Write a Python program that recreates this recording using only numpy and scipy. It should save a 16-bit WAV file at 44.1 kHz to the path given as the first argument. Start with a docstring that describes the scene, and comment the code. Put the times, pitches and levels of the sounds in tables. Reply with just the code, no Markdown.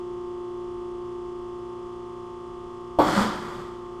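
"""First comes the steady hum of a motor and hydraulic pump in a small workshop: a compression
tester is squeezing a concrete cylinder, and the piston tone eases as the load builds.
About three seconds in, the cylinder bursts with a bang that rings the steel frame.
Grit showers against the guard, bigger chunks thud down, and the pump runs on."""
import sys
import numpy as np
from scipy import signal
from scipy.fft import rfft, irfft, next_fast_len
from scipy.io import wavfile
from scipy.ndimage import map_coordinates

SR = 44100
rng = np.random.default_rng(int(sys.argv[2]) if len(sys.argv) > 2 else 0)


def unload_audio(sound):
    """Save the sound as a 16-bit wav file, at the path given as the first command line argument."""
    columns = np.transpose(np.atleast_2d(sound))
    # keep every value between -1 and 1, then stretch to whole-number steps
    steps = np.round(np.clip(columns, -1, 1) * 32767)
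    wavfile.write(sys.argv[1], SR, steps.astype(np.int16))


N = 176400
SHAFT_HZ, BREAK_S = 29.613, 2.9875  # the pump's starting speed; when the cylinder bursts

# the pump's main tones (order [cycles per shaft turn], relative level [dB])
PUMP_TONES = [(6, -24), (11, -24), (12, -1), (13, -13.0), (14, -24.5), (16, -28.5), (18, -28.0),
              (19, -32.5), (23, -36), (24, -20.5), (26, -30), (29, -43), (30, -15), (31, -41.5),
              (32, -33.5), (33, -29.5), (34, -32.0), (35, -32), (36, -15.5), (37, -30.5), (38, -22.5),
              (39, -23), (40, -20.5), (41, -21), (42, -27.0)]
# how the piston tone changes with the load (time [s], level change [dB])
PISTON_LEVEL = [(0, 3), (1.1, 2.5), (2.3, -2.2), (2.95, -2.7), (3.9, -1.8)]
# the pump's thin whines (order [cycles per shaft turn], relative level [dB])
WHINE_TONES = [(54, -35.5), (62, -43), (65, -38.5), (96, -40), (100, -40), (102, -40), (103, -40),
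               (114, -40), (116, -37)]
# the motor's mains hum (frequency [Hz], level [dB])
MOTOR_TONES = [(120, -55.5), (240, -52)]
# the pump's high buzz (frequency [Hz], typical level of each tone [dB])
BUZZ_SPECTRUM = [(1300, -69), (1600, -83), (2000, -82), (2400, -86), (3000, -82.5), (3450, -82),
                 (3700, -93), (5000, -89.5), (8000, -99)]
# rushing air and oil (frequency [Hz], relative level [dB])
RUSH_SPECTRUM = [(15, -5), (40, 3.5), (100, -4.5), (230, -14), (370, -5.5), (450, -11), (650, -17),
                 (1150, -12), (1520, -32), (2500, -30.5), (3200, -32), (3900, -33.5), (5200, -35),
                 (8000, -36), (10000, -41), (13000, -55)]
# the frame's first jolt as the load drops (frequency [Hz], level [dB], time to fade 60 dB [s])
JOLT_TONES = [(85, -26, .09), (210, -19, .05), (350, -15, .08), (580, -9, .06), (680, -14, .11)]
# the quick stages of the split (time after the break [s], relative level [dB])
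CRACK_STAGES = [(0, -3.5), (.009, 0.5), (0.021, -7.5)]
# the bang of the concrete (frequency [Hz], relative level [dB])
BANG_SPECTRUM = [(20, -19), (60, -10), (150, -9.5), (330, -1), (650, -1.5), (850, 0.5), (1100, -1.5),
                 (1500, -21.5), (2500, -30), (4000, -29.5), (8000, -64), (13000, -56)]
# the ringing steel frame and guard (frequency [Hz], relative level [dB], time to fade 60 dB [s])
FRAME_TONES = [(213, -18, 0.81), (297.5, 0.5, 0.43), (314, -8.5, 0.34), (544, -14, 0.66), (565, -16, 0.9),
               (645, -6.5, 0.27), (746, -17, 0.51), (750, -11.5, 1), (843, 2, 0.14), (965, -10, 0.32),
               (1124, -6, 0.15), (1170, -9, .2)]
# the thin ping of the steel loading plate (frequency [Hz], relative level [dB])
PLATE_TONES = [(3354, 1.5), (4463, -1.5), (5577, -9), (6799, -18), (11690, -16), (12970, -8.5)]
# how the shower of fragments swells and dies (time [s], relative level [dB])
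SHOWER_LEVEL = [(2.988, -12), (3.05, -7), (3.085, -4), (3.115, -4.5), (3.155, -2.5), (3.22, -1.5),
                (3.29, -15.5), (3.46, -20.5), (3.6, -22.5), (3.8, -42), (4, -43.5)]
# grit hitting the guard (frequency [Hz], relative level [dB])
GRIT_SPECTRUM = [(800, -26.5), (1500, 8), (2030, 3.5), (2700, -9), (3100, 4), (3500, 1.5), (3900, -5.5),
                 (4700, -1.5), (6100, -9.5), (7800, -7), (9000, -13.5), (11500, -20.5), (13200, -20)]
# stones hitting the steel tray (frequency [Hz], relative level [dB])
STONE_SPECTRUM = [(40, -9), (100, -3.5), (210, 5.5), (350, -7.5), (560, 0.5), (700, -8), (900, 1.5),
                  (1240, 3.5), (1420, -2), (1600, -14), (2200, -15), (4000, -38)]
# big chunks landing (time [s], level [dB], pitch of the thud [Hz])
CHUNK_LANDINGS = [(3.064, -18, 312), (3.088, -20.5, 314), (3.174, -14, 201), (3.206, -15.5, 221),
                  (3.251, -22, 212), (3.288, -27, 213)]
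# the workshop's echo (frequency [Hz], time to fade 60 dB [s])
ROOM_FADE = [(100, 0.8), (400, 0.71), (1200, 0.8), (4000, 0.78), (12000, 0.37)]


def amp(db):
    """Turn decibels into a number to multiply by."""
    return 10 ** (np.asarray(db) / 20)


def along(points, hz):
    """Read between (frequency, value) points on a log frequency scale."""
    freqs, values = np.transpose(points)
    return np.interp(np.log(hz + 1), np.log(freqs + 1), values)


def clock():
    """The time of every sample, in seconds."""
    return np.arange(N) / SR


def curve(rows):
    """Join (time, value) points with straight lines."""
    return np.interp(clock(), *np.transpose(rows))


def wobble(per_s):
    """A smooth curve through per_s random values a second."""
    return map_coordinates(rng.standard_normal(int(N * per_s / SR) + 4), [clock() * per_s])


def coloured(x, spectrum):
    """Filter x with the given spectrum, then scale it to an average power of 1."""
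    size = 2 * next_fast_len(N // 2 + SR // 4)
    gains = amp(along(spectrum, np.fft.rfftfreq(size, 1 / SR)))
    # folding the cepstrum makes the filter ring after each hit, never before it
    cepstrum = irfft(np.log(gains), size)
    cepstrum[1:size // 2] *= 2
    cepstrum[size // 2 + 1:] = 0
    shaped = irfft(rfft(x, size) * np.exp(rfft(cepstrum)), size)[:N]
    return shaped / np.sqrt(np.mean(shaped ** 2) + 1e-20)


def tone(cycles):
    """A sine wave of average power 1 that starts anywhere in its cycle."""
    return np.sqrt(2) * np.sin(2 * np.pi * (cycles + rng.random()))


def strike(start, attack_s, fade_s):
    """The loudness of a blow: it rises quickly, then falls 60 dB in fade_s."""
    age = np.maximum(clock() - start, 0)
    return (1 - np.exp(-age / attack_s)) * np.exp(-np.log(1000) * age / fade_s)


def ring(start, hz, attack_s, fade_s):
    """One fading tone of a struck object."""
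    return strike(start, attack_s, fade_s) * np.sin(2 * np.pi * hz * (clock() - start))


def motor():
    """The electric motor hums at multiples of the mains frequency."""
    return sum(amp(db) * tone(hz * clock()) for hz, db in MOTOR_TONES)


def pump_tones(turns):
    """Hum and whine locked to the shaft; the top of the hum grows as the piston tone eases."""
    piston_order, first_rattle_order = 12, 38
    piston_db = curve(PISTON_LEVEL)
    hum = np.zeros(N)
    for order, db in PUMP_TONES:
        # the other tones flutter, the higher ones more
        change_db = piston_db if order == piston_order else .03 * order * wobble(per_s=18)
        if order >= first_rattle_order:
            change_db = change_db - .41 * piston_db
        hum += amp(db + change_db) * tone(order * turns)
    whine = sum(amp(db) * tone(order * turns) for order, db in WHINE_TONES)
    return amp(-36) * (hum + whine)


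def pump_rush(turns):
    """Air and oil rush along, pulsing gently once per shaft turn."""
    noise = coloured(rng.standard_normal(N), RUSH_SPECTRUM)
    return amp(-50) * noise * (1 + .067 * tone(turns))


def pump_buzz(turns, size=8192):
    """The pump's fine rattle, the same on every turn of the shaft."""
    orders = np.setdiff1d(np.arange(43, 270), [order for order, _ in WHINE_TONES])
    level_db = along(BUZZ_SPECTRUM, orders * SHAFT_HZ) + 2.5 * rng.standard_normal(len(orders))
    spectrum = np.zeros(size // 2 + 1, complex)
    spectrum[orders] = amp(level_db) * np.exp(2j * np.pi * rng.random(len(orders)))
    one_turn = irfft(spectrum) * size / np.sqrt(2)
    return np.interp(turns, np.arange(size) / size, one_turn, period=1)


def pump():
    """One shaft drives all the pump's sounds, slowing a touch and turning a little unevenly."""
    speed_hz = SHAFT_HZ - .009 * clock()
    turns = np.cumsum(speed_hz) / SR + .001 * wobble(per_s=12)
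    return pump_tones(turns) + pump_rush(turns) + pump_buzz(turns)


def fracture():
    """The concrete splits in quick stages that blur into one dull bang."""
    stages = sum(amp(db) * strike(BREAK_S + delay, attack_s=.0011, fade_s=.11)
                 for delay, db in CRACK_STAGES)
    return amp(-14.5) * stages * coloured(rng.standard_normal(N), BANG_SPECTRUM)


def steel_ring(attack_s=.0012):
    """Suddenly freed of the load, the frame jolts and rings, and the loading plate pings."""
    jolt = -sum(amp(db) * ring(BREAK_S, hz, attack_s=.0006, fade_s=fade_s)
                for hz, db, fade_s in JOLT_TONES)
    frame = sum(amp(db) * rng.choice([-1, 1]) * ring(BREAK_S, hz, attack_s, fade_s)
                for hz, db, fade_s in FRAME_TONES)
    plate = sum(amp(db) * ring(BREAK_S, hz, attack_s, fade_s=.48) for hz, db in PLATE_TONES)
    return jolt + amp(-19.5) * frame + amp(-42) * plate


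def impacts(per_s, spread_db):
    """Tiny hits of uneven size at random times."""
    hits = rng.random(N) < per_s / SR
    signs = rng.choice([-1, 1], N)
    sizes = amp(spread_db * np.clip(rng.standard_normal(N), -2, 2))
    return hits * signs * sizes


def shower():
    """Grit sprays against the guard and stones hit the tray, then both trickle out."""
    level_db = curve(SHOWER_LEVEL)
    grit = coloured(impacts(per_s=2500, spread_db=3), GRIT_SPECTRUM)
    stones = coloured(impacts(per_s=600, spread_db=2.5), STONE_SPECTRUM)
    spray = amp(-30.5 + level_db) * grit + amp(-24 + .87 * level_db) * stones
    return spray * (clock() > BREAK_S)


def chunks():
    """Big pieces land, each with a low thud and a stony knock."""
    out = np.zeros(N)
    for start, db, hz in CHUNK_LANDINGS:
        thud = ring(start, hz, attack_s=.002, fade_s=.13)
        noise = coloured(rng.standard_normal(N), STONE_SPECTRUM)
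        knock = strike(start, attack_s=.002, fade_s=.11) * noise
        out += amp(db) * (thud + amp(-9.5) * knock)
    return out


def with_echo(x, echo_db):
    """A sound plus its echo in the workshop, where each frequency fades at its own speed."""
    hz, t, noise = signal.stft(rng.standard_normal(SR), SR, nperseg=256)
    fade = np.exp(-np.log(1000) * t / along(ROOM_FADE, hz)[:, None])
    tail = signal.istft(noise * fade, SR, nperseg=256)[1]
    tail = np.pad(tail, (SR // 200, 0))  # the echo arrives 5 ms late
    echo = signal.fftconvolve(x, tail / np.linalg.norm(tail))[:N]
    return x + amp(echo_db) * echo


def scene():
    """The machine runs throughout; the burst and the rubble echo around the workshop."""
    machine = motor() + pump()
    burst = with_echo(fracture() + steel_ring(), echo_db=-7)
    rubble = with_echo(shower(), echo_db=-3.5) + with_echo(chunks(), echo_db=-12)
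    return (machine + burst + rubble)[None]


def record(dry):
    """Cut away the very highest treble."""
    top_hz = 13600
    size = next_fast_len(N + SR // 2)
    kept = np.fft.rfftfreq(size, 1 / SR) < top_hz
    return irfft(rfft(dry, size) * kept, size)[..., :N]


dry = scene()
out = record(dry)
unload_audio(out)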